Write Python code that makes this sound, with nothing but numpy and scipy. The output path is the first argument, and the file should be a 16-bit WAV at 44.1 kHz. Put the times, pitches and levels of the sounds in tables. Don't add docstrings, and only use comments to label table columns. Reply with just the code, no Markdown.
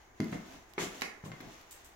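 import sys
import numpy as np
from scipy import signal
from scipy.fft import rfft, irfft
from scipy.io import wavfile
from scipy.ndimage import uniform_filter1d

SR = 44100
rng = np.random.default_rng(int(sys.argv[2]) if len(sys.argv) > 2 else 0)


def file_out(sig):
    cols = np.atleast_2d(sig).T
    lim = np.clip(cols, -1, 1)
    pcm = np.round(lim * 32767).astype(np.int16)
    wavfile.write(sys.argv[1], SR, pcm)


N = 85995

# frequency in Hz, relative level in dB.
ROOM_SPECTRUM = [(20, 8), (55, 12.5), (120, 0.5), (200, -3.5), (350, 5.5), (520, -3), (780, 5), (1300, -3),
                 (2200, -1.5), (2900, -42.5), (4800, -29), (6600, -9.5), (8200, -35), (15500, -24)]
RUSTLE_SPECTRUM = [(200, -4), (700, 2.5), (2100, 0), (3300, -2), (4800, -7), (6600, -3.5), (8200, -15.5),
                   (15000, -18)]
SWISH_SPECTRUM = [(800, -16), (2500, -8), (3500, -7), (5500, -7.5), (7600, 2), (8400, 1), (9200, -8.5),
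                  (11500, -5), (14500, -6), (16000, -8)]
TICK_SPECTRUM = [(600, -11), (2000, -4), (4500, -2), (8000, -12.5), (12500, -7), (16000, -10)]
SCUFF_SPECTRUM = [(120, -10), (350, -2.5), (900, -5), (1500, -1.5), (2150, -1.5), (3300, 0), (4800, -6.5),
                  (6800, -1), (8500, -11), (15000, -20)]
RUMBLE_SPECTRUM = [(60, -16), (120, -7.5), (168, 0.5), (210, -4), (265, 0), (380, -4.5), (480, -13.5),
                   (700, -8), (1500, -66)]
TAP_SPECTRUM = [(40, -57), (130, -18), (260, -2.5), (500, -1.5), (900, -3.5), (1500, -2), (2120, -1),
                (2700, -6.5), (4000, -10), (6800, -13), (8500, -20.5), (12000, -15.5), (14200, -15),
                (15800, -25)]
# frequency in Hz, seconds to fall 60 dB.
TAIL_DECAY = [(80, 0.33), (210, 0.37), (560, 0.61), (1500, 0.55), (3900, 0.32), (10000, 0.36)]
# frequency in Hz, relative level in dB, seconds to fall 60 dB.
STAIRWELL_MODES = [(103, -10, 0.25), (132, -20, 0.11), (160.8, 7, 0.45), (226, -27, 0.29), (259, 0.5, .42),
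                   (310, -41, 0.1), (360, 5.5, 0.49), (405, -27, 0.58), (520, -14, 0.45), (548, -6, 0.48),
                   (641, 8, 0.76), (720, -7, 0.56)]
WOOD_MODES = [(514, -10, 0.08), (788, -3, 0.064), (1080, 2.5, .05), (1460, -7, .06), (1680, -23, .08),
              (2090, 7, 0.061), (2220, 4, 0.066), (2450, -29, .08)]
# time in seconds, level in dB.
RUSTLE_CONTOUR = [(0, -62), (.12, -72), (.2, -61), (.3, -54.5), (.42, -57.5), (.54, -53.5), (.65, -65.5),
                  (.77, -62.5), (.95, -50.5), (1.19, -66.5), (1.329, -60.5), (1.532, -54.5), (1.662, -62),
                  (1.78, -58), (1.95, -64)]
# start in seconds, length in seconds, level in dB, rise in seconds.
CLOTH_STROKES = [(0.693, 0.0056, -67, 0.0036), (1.247, 0.019, -60, 0.0065), (1.708, 0.014, -49, 0.0033),
                 (1.843, 0.011, -53.5, 0.0051)]
SOLE_SLIDES = [(0.32, 0.026, -53.5, 0.0066), (0.784, .057, -37.5, 0.027), (0.925, 0.13, -55.5, 0.06),
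               (1.241, 0.017, -52, 0.018), (1.42, .05, -68, 0.018), (1.51, .03, -62, 0.022)]
WEIGHT_ROLLS = [(0.322, .04, -41, 0.0066), (0.47, 0.093, -55, 0.016), (0.80, 0.056, -42, 0.034),
                (0.93, 0.072, -56.5, 0.015), (1.265, 0.017, -48.5, 0.017), (1.415, 0.067, -50.5, 0.0087)]
# start in seconds, level in dB, left over right in dB.
CLOSE_TICKS = [(0.2433, -52, -1), (0.317, -55, -4), (0.736, -58, -15), (1.0110, -55, -29.5),
               (1.4100, -55, -11), (1.6130, -58, -2)]
# start in seconds, thud level in dB, thud pitch in Hz, thud decay
# in cycles, tap lag in seconds, tap level in dB, tap cut-off in Hz, tap decay in seconds.
LANDINGS = [ (0.2000, -28.5, 244, 0.29, .0028, -37, 9400, 0.0018),
            (0.2090, -26.5, 242, 0.54, 0.00092, -57, 1990, 0.0027),
            (0.3232, -37, 205, 0.51, 0.0025, -39.5, 2700, 0.011),
            (0.7793, -33, 380, 0.65, .0005, -31, 2570, 0.008),
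            (1.0190, -42, 479, 0.81, 0.00027, -28.5, 8600, 0.0032),
            (1.2376, -41, 148, 0.26, 0.00046, -48, 1020, 0.0041),
            (1.2600, -43.5, 234, 0.45, .001, -47, 595, 0.011),
            (1.3040, -43.5, 129, 0.98, 0.013, -44, 4200, 0.005),
            (1.4035, -47, 290, 0.97, .0005, -46.5, 5040, 0.005), ]
# frequency in Hz, left over right in dB.
MIC_TILT = [(100, 0.95), (1000, 0.5), (4000, 3), (7000, 1.5), (9000, -0.5), (14000, -6)]

TIME = np.arange(N) / SR
BIN_HZ = np.arange(N // 2 + 1) * SR / N


def undb(db):
    return 10 ** (np.asarray(db) / 20)


def unit(x):
    return x / np.sqrt(np.mean(x ** 2))


def along_hz(points, hz):
    freqs, values = np.array(points, float).T
    return np.interp(np.log(hz + 1), np.log(freqs), values)


def colour(x, spectrum):
    cepstrum = irfft(np.log(undb(along_hz(spectrum, BIN_HZ))), N)
    cepstrum[1:N // 2] *= 2
    cepstrum[N // 2:] = 0
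    return irfft(rfft(x) * np.exp(rfft(cepstrum)), N)


def pan(db):
    return undb(np.array([[db], [-db]]) / 2)


def convolve(x, response):
    return signal.fftconvolve(np.atleast_2d(x), np.atleast_2d(response), axes=1)[:, :N]


def diffuse(wide_hz=378, bass_width=0.25):
    mid, side = rfft(rng.standard_normal((2, N)))
    width = np.maximum(BIN_HZ ** 2 / (BIN_HZ ** 2 + wide_hz ** 2), bass_width)
    return irfft((mid + width * side * np.array([[1], [-1]])) / np.sqrt(1 + width ** 2), N)


def place(x, start, db):
    x = np.atleast_2d(x)
    energy = np.mean(np.sum(x ** 2, axis=1))
    x = x * undb(db) * np.sqrt(.005 * SR / energy)
    return np.pad(x, ((0, 0), (int(start * SR), 0)))[:, :N]


def ring(modes):
    return sum(undb(db - 60 * TIME / t60) * np.cos(2 * np.pi * hz * TIME) for hz, db, t60 in modes)


def grainy(spectrum, depth_db=-1, grain_s=0.0023):
    catch = unit(uniform_filter1d(rng.standard_normal(N), int(grain_s * SR)))
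    return unit(colour(diffuse() * undb(depth_db * catch), spectrum))


def strokes(rows, release_s=0.023):
    level = 0
    for start, length, db, rise in rows:
        attack = np.sqrt(np.clip((TIME - start) / rise, 0, 1))
        release = np.exp(-np.maximum(TIME - start - length, 0) / release_s)
        level += undb(db) * attack * release
    return level


def room_tone():
    return undb(-60.5) * unit(colour(diffuse(), ROOM_SPECTRUM))


def stairwell_tail(build_s=0.0039):
    noise, tail = rfft(diffuse()), 0
    octaves = 62.5 * 2. ** np.arange(9)
    for hz in octaves:
        band = along_hz([(centre, centre == hz) for centre in octaves], BIN_HZ)
        tail += irfft(noise * band, N) * undb(-60 * TIME / along_hz(TAIL_DECAY, hz))
    return unit(tail * (1 - np.exp(-TIME / build_s))) / np.sqrt(N)


def boom_and_flutter(round_trip_s=.0193, bounce_db=-8.5):
    response = undb(-58) * ring(STAIRWELL_MODES)
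    for bounce in range(4):
        response[int(bounce * round_trip_s * SR)] += undb(bounce * bounce_db)
    return response


def clothes():
    rustle = undb(np.interp(TIME, *np.array(RUSTLE_CONTOUR).T)) * grainy(RUSTLE_SPECTRUM)
    swish = strokes(CLOTH_STROKES) * grainy(SWISH_SPECTRUM, depth_db=3, grain_s=0.0017)
    return pan(-1.5) * rustle + pan(1) * swish


def ticks(decay_s=0.0017):
    fade = np.exp(-TIME / decay_s)
    return sum(pan(left_db) * place(colour(diffuse() * fade, TICK_SPECTRUM), start, db)
               for start, db, left_db in CLOSE_TICKS)


def scuffs():
    scrape = strokes(SOLE_SLIDES) * grainy(SCUFF_SPECTRUM)
    rumble = strokes(WEIGHT_ROLLS) * grainy(RUMBLE_SPECTRUM)
    return pan(-0.5) * scrape + rumble


def sole_taps(width=0.88):
    taps = 0
    for start, _, _, _, lag, db, cutoff_hz, decay_s in LANDINGS:
        noise = diffuse()
        noise = width * noise + (1 - width) * noise.mean(axis=0)
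        slap = colour(noise * np.exp(-TIME / decay_s), TAP_SPECTRUM)
        lowpass = signal.butter(2, cutoff_hz, fs=SR, output="sos")
        taps += place(signal.sosfilt(lowpass, slap), start + lag, db)
    return taps + undb(-52) * convolve(taps, ring(WOOD_MODES))


def tread_thuds(low_cut_hz=60):
    thuds = 0
    for start, db, hz, cycles, *_ in LANDINGS:
        age = TIME * hz / cycles
        flex = -age * np.exp(-age) * np.sin(2 * np.pi * hz * TIME)
        thuds += place(flex, start, db)
    return signal.sosfilt(signal.butter(2, low_cut_hz, "high", fs=SR, output="sos"), thuds)


def scene():
    tail = stairwell_tail()
    thud, tap, tick = tread_thuds(), sole_taps(), ticks()
    rub_send = undb(-5.5)
    friction = (scuffs() + clothes()) / np.hypot(1, rub_send)
    send = undb(-1.5) * (thud + tap) + rub_send * friction + undb(-15) * tick
    booming_thud = convolve(thud, boom_and_flutter())
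    return booming_thud + tap + tick + friction + convolve(send, tail) + room_tone()


def record(dry, top_hz=15900):
    balance_db = along_hz(MIC_TILT, BIN_HZ)
    heard = irfft(rfft(dry) * undb(np.array([balance_db, -balance_db]) / 2), N)
    return signal.sosfilt(signal.ellip(10, .2, 80, top_hz, fs=SR, output="sos"), heard)


dry = scene()
out = record(dry)
file_out(out)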